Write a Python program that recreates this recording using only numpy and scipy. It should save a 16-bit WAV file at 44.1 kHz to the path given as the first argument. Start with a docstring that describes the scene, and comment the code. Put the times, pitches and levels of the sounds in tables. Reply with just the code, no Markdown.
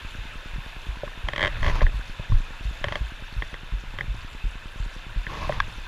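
"""A shallow creek rushes and burbles over rocks: broadband turbulence and the resonance of bubbles.
It is heard from a body-worn camera, whose plastic housing colours the water. Moving arms make the mount
creak by stick-slip friction, knock, and rub against cloth; a finger taps the case once.
A steady throb and a few bumps are conducted through the strap, and eddies buffet the microphone.
Under the water, radio interference ticks faintly about ten times a second."""
import sys
import numpy as np
from scipy import signal
from scipy.fft import rfft, irfft
from scipy.io import wavfile
from scipy.ndimage import uniform_filter1d

SR = 44100
rng = np.random.default_rng(int(sys.argv[2]) if len(sys.argv) > 2 else 0)


def put_to_file(sound):
    """Save the sound as 16-bit audio at rate SR, in the file named by the first command-line argument."""
    columns = np.atleast_2d(sound).T  # one column per channel
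    safe = np.clip(columns, -1, 1)
    whole_steps = np.round(safe * 32767)
    wavfile.write(sys.argv[1], SR, whole_steps.astype(np.int16))


N = 259037
T = np.arange(N) / SR

# Level of the rushing noise, low and high, swelling briefly as arms and cloth move:
# time_s, low_db, high_db (both relative)
RUSH_LEVELS = [(0.0, -44.5, -59.5), (1.14, -45, -60), (1.6, -40, -60.5), (1.96, -45, -59.5),
               (2.35, -45.5, -60.5), (4.27, -46, -61.5), (5.21, -45, -60.5), (5.46, -43, -57),
               (5.62, -43, -59.5), (5.87, -45.5, -59.5)]
# Spectrum of the water: frequency_hz, gain_db
WATER_SPECTRUM = [(88, -31), (150, -6.5), (425, -10), (802, -11), (918, -7.5), (1230, -7.5), (1670, -4.5),
                  (2270, -6.5), (2600, -4.5), (2970, -7.5), (3600, -8.5), (4910, -21.5), (7350, -25.5),
                  (8100, -31.5), (15000, -35.5)]
# Resonances and antiresonances of the housing: centre_hz, width_hz, gain_db
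HOUSING_BANDS = [(1030, 490, 2), (1193, 87, -5.5), (1550, 350, 2.5), (1910, 136, -4.5), (2240, 240, -2),
                 (2600, 114, 3.5), (3380, 195, -5), (3550, 235, 4.5), (3790, 67, -5), (10120, 710, 4)]
# Small splashes close by: start_s, level_db, pitch_hz
SPLASH_EVENTS = [(.335, -48, 8500), (.807, -41, 5600), (2.69, -51, 8300), (3.8, -45, 6300),
                 (4.715, -47, 10000), (4.84, -45, 7400)]
# Runs of slips in the plastic joint: start_s, end_s, first_gap_s, settled_gap_s, breakaway_db,
# next_slip_db, turn_s, turn_db (time and level at which the creak's loudness turns), last_slip_db
CREAK_RUNS = [(1.285, 1.484, 0.047, .0098, -13.5, -17.5, 1.44, -9, -13.5),
              (1.629, 1.706, .016, .0175, -17.5, -16.5, 1.7, -19, -16),
              (2.841, 2.97, .043, .031, -11, -16.5, 2.955, -17.5, -16.5)]
# Single blows on the mount: start_s, level_db, centre_hz, breadth_ratio (bandwidth over centre)
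MOUNT_KNOCKS = [(1.032, -19.5, 497, 0.2), (1.077, -27, 1050, .3), (1.566, -27.5, 1500, 2),
                (1.807, -18, 1580, 0.53), (1.815, -16, 670, 0.78), (1.865, -15.5, 1640, 0.3),
                (2.194, -33, 414, 0.39), (2.319, -24.5, 1070, 0.24), (3.421, -16.5, 1630, 0.72),
                (3.54, -23, 1790, 1.3), (3.986, -19, 1800, 1.2), (4.008, -14, 1820, 0.99),
                (5.266, -19, 1730, .45), (5.493, -12, 555, 0.43), (5.522, -19.5, 1200, 1)]
# Modes of the plastic housing: pitch_hz, t60_s, gain_db
HOUSING_MODES = [(587, .04, -8), (1087, .016, -4), (1400, .007, -4), (1740, .014, 1), (1850, .06, -15),
                 (1990, .013, 3), (2420, .014, -12), (3200, .011, 1), (3600, .011, -8), (4500, .009, -14),
                 (5380, .008, -12), (6400, .007, -20), (10000, .007, -28)]
# Low modes of the whole mount: pitch_hz, t60_s, gain_db
RECOIL_MODES = [(131.6, 0.074, -12), (345, 0.037, -14), (446, 0.045, -14.5), (569, 0.063, -14),
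                (790, 0.026, -13)]
# Modes of the edge of the case: pitch_hz, t60_s, gain_db
EDGE_MODES = [(1080, 0.018, -4.5), (1207, 0.0089, 4.5), (1626, 0.021, 3), (2390, 0.0074, -1.5),
              (3370, 0.011, -4), (4420, 0.0079, -10), (5500, 0.0083, -12)]
# Modes of the camera on its strap: pitch_hz, t60_s (before the jolt's own damping), gain_db
SHUDDER_MODES = [(74.2, .31, -9), (100, .27, -12.5), (132, .048, -25)]
# Bumps of the body against the camera: start_s, level_db, pitch_hz, decay_s
BODY_BUMPS = [(.584, -25, 120, 0.0045), (1.626, -10.5, 24.8, 0.076), (1.718, -13, 27, 0.027),
              (1.825, -7, 29.7, 0.033), (2.198, -22.5, 122, .003), (2.322, -15.5, 110, 0.0061),
              (2.329, -9, 26.7, 0.048), (2.871, -22.5, 94, .0058)]
# Strokes of cloth on the mount: start_s, end_s, level_db
CLOTH_STROKES = [(1.608, 1.75, -31.5), (1.725, 1.818, -33), (1.813, 1.838, -29), (2.843, 3.013, -40.5),
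                 (5.264, 5.502, -34.5), (5.463, 5.62, -39)]
# Spectrum of the rustle: frequency_hz, gain_db
CLOTH_SPECTRUM = [(60, 2.5), (125, 10), (250, -0.5), (430, 0), (600, 0), (760, -1.5), (1090, 8.5),
                  (1350, -6.5), (2000, -3), (3400, -10.5), (4500, -14), (6500, -20.5), (8500, -50),
                  (10000, -30.5), (15000, -46)]
# Puffs of air as the arms and body move: peak_s, half_length_s, level_db
AIR_PUFFS = [(1.668, .24, -27), (2.36, 0.095, -34), (2.92, 0.11, -38.5), (4.05, 0.099, -32),
             (5.496, .2, -32)]
# Spectrum of the buffeting: frequency_hz, gain_db
WIND_SPECTRUM = [(20, 2.5), (35, 0.5), (60, -5.5), (120, -11), (200, -29), (400, -48), (800, -68)]
# Spectrum of the faint hiss: frequency_hz, gain_db
HISS_SPECTRUM = [(40, 6.5), (300, -2.5), (1000, -1.5), (3000, 7.5), (6000, -11), (15000, -19)]


def creek(low_gain_db=.5, high_gain_db=17, split_hz=4500):
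    """Turbulence upstream, near burbles and fine spray are filtered by the resonances of the housing."""
    rush, surge = np.zeros(N), walk(2.63)
    for hz in np.geomspace(150, 14000, 14):
        noise = band(rng.standard_normal(N), hz, hz * .4)
        rush += noise * undb(.4 * surge + 1.1 * walk(22) + .5 * walk(5))
    burble = bubbles(count=4000, low_hz=500, high_hz=4200, cycles=13, spread_db=2.2, glide=.05)
    spray = bubbles(count=3500, low_hz=4280, high_hz=13100, cycles=14.4, spread_db=2.5, glide=.028)
    spray *= undb(5.5 * np.tanh(walk(17)))  # water slops over the stones
    water = unit(colour(unit(rush) + undb(-8.5) * burble + undb(-5.5) * spray, WATER_SPECTRUM))
    for hz, width, db in HOUSING_BANDS:
        water += (undb(db) - 1) * band(water, hz, width)
    sheen_db = 3.5 * swell_at(4.44, half_s=.58)  # a narrow band rises while facing upstream
    water += (undb(sheen_db) - 1) * band(water, 7640, 570)
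    treble = butterworth(water, 1, split_hz, "high")
    low_gain = undb(low_gain_db + curve(RUSH_LEVELS, column=1))
    high_gain = undb(high_gain_db + curve(RUSH_LEVELS, column=2))
    return low_gain * (water - treble) + high_gain * treble


def bubbles(count, low_hz, high_hz, cycles, spread_db, glide):
    """Each bubble is a damped oscillator whose pitch rises as it nears the surface."""
    out = np.zeros(N)
    for when, height, strength, life in rng.random((count, 4)):
        hz = low_hz * (high_hz / low_hz) ** height
        ring_s = cycles * (.5 + life) / hz
        t = np.arange(int(2 * ring_s * SR)) / SR
        gain = undb(-spread_db * np.log(max(strength, .04))) * np.sqrt(hz / low_hz)
        phase = 2 * np.pi * hz * t * (1 + glide * t / ring_s / 2)
        add(out, when * T[-1], gain * np.exp(-np.e * t / ring_s) * np.sin(phase))
    return unit(out)


def splashes(drops=8, scatter_s=.014, cycles=16):
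    """Each splash is a handful of tiny drops, each a briefly ringing damped oscillation."""
    out, t = np.zeros(N), T[:SR // 100]
    for s, db, hz in SPLASH_EVENTS:
        for when, height, strength in rng.random((drops, 3)):
            pitch = hz * (1 + .24 * (height - .5))
            drop = np.exp(-np.e * t * pitch / cycles) * np.sin(2 * np.pi * pitch * t)
            add(out, s + scatter_s * when, undb(db) * strength * drop)
    return out


def mount():
    """Impact excitation: slips and knocks ring the housing; soft blows reach only its low modes."""
    out, t = np.zeros(N), T[:SR // 12]
    onset = np.sin(np.pi / 2 * np.minimum(t / .0016, 1)) ** 2
    for s, db, hz, breadth in MOUNT_KNOCKS + slips():
        crack = rng.standard_normal(len(t)) * undb(-8.5) * np.exp(-t / .0022)
        hit = band((ring(HOUSING_MODES, t) + crack) * onset, hz, hz * max(breadth, .1))
        reach_hz = min(hz * (1 + 2.6 * breadth), 5800)
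        hit = butterworth(hit, 2, reach_hz)
        hit /= np.std(hit[:SR // 200])
        # the whole mount recoils, more so under a soft, slow blow
        recoil = ring(RECOIL_MODES, t) * onset * (600 / hz) ** .53
        add(out, s + .0003, undb(db) * (undb(-9) * hit + recoil))
    return out


def slips(centre_hz=1580, breadth=2.3, scatter_db=1.7, jitter_s=.001):
    """Stick-slip friction: the joint breaks away, then settles to a ratchet. Returns rows of blows."""
    rows = []
    for start, end, gap, settled, snap_db, next_db, turn_s, turn_db, last_db in CREAK_RUNS:
        rows.append((start, snap_db, centre_hz, breadth))
        s = second_slip_s = start + gap
        for late, louder, brighter in rng.standard_normal((24, 3)):
            if s < end:
                to_turn = np.interp(s, [second_slip_s, turn_s], [0, 1]) ** 1.5
                past_turn = np.clip((s - turn_s) / max(end - turn_s, jitter_s), 0, 1)
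                db = next_db + (turn_db - next_db) * to_turn + (last_db - turn_db) * past_turn
                hz = centre_hz * np.exp(.19 * brighter)
                rows.append((s + jitter_s * late, db + scatter_db * louder, hz, breadth))
            gap = settled + .5 * (gap - settled)
            s += gap
    return rows


def finger_tap(start_s=5.6018, peak_db=-6.5):
    """An impact excites the edge modes of the case; the compliant fingertip softens the attack."""
    out, t = np.zeros(N), T[:SR // 8]
    crack = undb(-11) * rng.standard_normal(len(t)) * np.exp(-t / .0018)
    hit = (ring(EDGE_MODES, t) + crack) * (1 - np.exp(-t / .00097))
    hit = butterworth(hit, 3, [750, 4800], "band")
    add(out, start_s, undb(peak_db) * hit / np.abs(hit).max())
    return out


def strap_thumps():
    """Structure-borne sound: dull jolts pass through the strap and set the camera briefly wobbling."""
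    out, t = np.zeros(N), T[:SR // 4]
    for s, db, hz, decay_s in throb() + BODY_BUMPS:
        envelope = np.exp(-t / decay_s) * (1 - np.exp(-t / .0051))
        jolt = (np.sin(2 * np.pi * hz * t) + ring(SHUDDER_MODES, t)) * envelope
        add(out, s - .002, -undb(db + 1) * jolt / np.abs(jolt).max())
    return out


def throb(beats=15, gap_s=.3497, slowing_s=.00082, pitch_hz=43.1, decay_s=.034):
    """A nearly periodic, slowing excitation, probably the wearer's pulse. Returns rows of bumps."""
    beat = np.arange(beats)
    times = .187 + gap_s * beat + slowing_s * beat ** 2 / 2
    levels_db = -19 - 11 * np.exp(-times / .54)  # starts faint and grows in
    return [(s, db + louder, pitch_hz * np.exp(.09 * higher), decay_s)
            for s, db, (louder, higher) in zip(times, levels_db, rng.standard_normal((beats, 2)))]


def cloth():
    """Sliding friction: fibres catch and let go, giving a dense, grainy rustle during each stroke."""
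    pressure = np.zeros(N)
    for start, end, db in CLOTH_STROKES:
        add(pressure, start, undb(db) * signal.windows.tukey(int((end - start) * SR), .6))
    grains = rng.standard_normal(N) * undb(3 * np.tanh(walk(300)) + np.tanh(walk(45)))
    return pressure * unit(colour(grains, CLOTH_SPECTRUM))


def wind(breeze_db=-43, flutter_db=2.5, flutter_hz=25):
    """Turbulent pressure: eddies reach the microphone port in uneven puffs over a light breeze."""
    strength = undb(breeze_db) + sum(undb(db) * swell_at(s, half_s) for s, half_s, db in AIR_PUFFS)
    rumble = unit(colour(rng.standard_normal(N), WIND_SPECTRUM))
    return rumble * strength * undb(flutter_db * walk(flutter_hz))


def interference(gap_s=.1024, whine_hz=12617):
    """Electromagnetic coupling: radio bursts leak into the microphone as ticks, beside a thin whine."""
    ticks, t = np.zeros(N), T[:SR // 8]
    rise = t / .0007
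    spike = undb(-29) * rise * np.exp(1 - rise)
    rebound = undb(-27.5) * np.sin(2 * np.pi * 27 * t) * np.exp(-t / .037)
    for s in np.arange(.0485, T[-1], gap_s):
        add(ticks, s, rebound - spike)
    whine = undb(-80) * np.sin(2 * np.pi * whine_hz * T)
    return butterworth(ticks, 2, 520) + whine


def ring(modes, t):
    """Modal superposition: damped sines that vary a little in level, pitch and phase on every blow."""
    chance = rng.standard_normal((len(modes), 3)) * [1.2, .012, .15]
    out = np.zeros(len(t))
    for (hz, t60, db), (louder, sharper, turn) in zip(modes, chance):
        out += undb(db + louder - 60 * t / t60) * np.sin(2 * np.pi * (hz * (1 + sharper) * t + turn))
    return out


def band(x, hz, width):
    """A second-order resonance with gain 1 at its centre."""
    quality = hz / min(width, SR * .3)
    return signal.lfilter(*signal.iirpeak(min(hz, SR * .45), quality, fs=SR), x)


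def butterworth(x, order, hz, kind="low"):
    """A filter with a maximally flat passband."""
    return signal.sosfilt(signal.butter(order, hz, kind, fs=SR, output="sos"), x)


def colour(x, points, size=2 ** 18):
    """Spectral shaping by gains interpolated over log frequency."""
    hz, db = np.transpose(points)
    bins_hz = np.maximum(np.fft.rfftfreq(size, 1 / SR), 1)
    gain = undb(np.interp(np.log(bins_hz), np.log(hz), db))
    return irfft(rfft(x, size) * gain)[:N]


def walk(rate_hz):
    """Random modulation: held values, smoothed twice and scaled to rms 1."""
    hold = int(SR / rate_hz)
    steps = np.repeat(rng.standard_normal(N // hold + 2), hold)
    return unit(uniform_filter1d(uniform_filter1d(steps, hold), hold)[:N])


def swell_at(s, half_s):
    """A bell-shaped envelope, 1 at time s."""
    return np.exp(-((T - s) / half_s) ** 2)


def curve(rows, column):
    """Linear interpolation of one table column in time."""
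    rows = np.array(rows)
    return np.interp(T, rows[:, 0], rows[:, column])


def add(out, s, sound):
    """Superpose a sound at time s."""
    i = int(np.clip(s * SR, 0, N - 1))
    out[i:i + len(sound)] += sound[:N - i]


def undb(db):
    """Decibels to amplitude ratio."""
    return 10 ** (np.asarray(db) / 20)


def unit(x):
    """Normalise to rms 1."""
    return x / np.sqrt(np.mean(x ** 2))


def scene():
    """Superposition at one microphone feeds both channels; only a faint hiss differs between them."""
    mid = creek() + splashes() + mount() + finger_tap() + strap_thumps()
    mid += wind() + cloth() + interference()
    side = undb(-69.5) * unit(colour(rng.standard_normal(N), HISS_SPECTRUM))
    return np.array([mid + side, mid - side])


def record(dry):
    """Band limiting: the camera drops the deepest bass and cuts the top steeply."""
    dry = butterworth(dry, 1, 12, "high")
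    return signal.sosfilt(signal.ellip(10, .2, 80, 15250, fs=SR, output="sos"), dry)


dry = scene()
out = record(dry)
put_to_file(out)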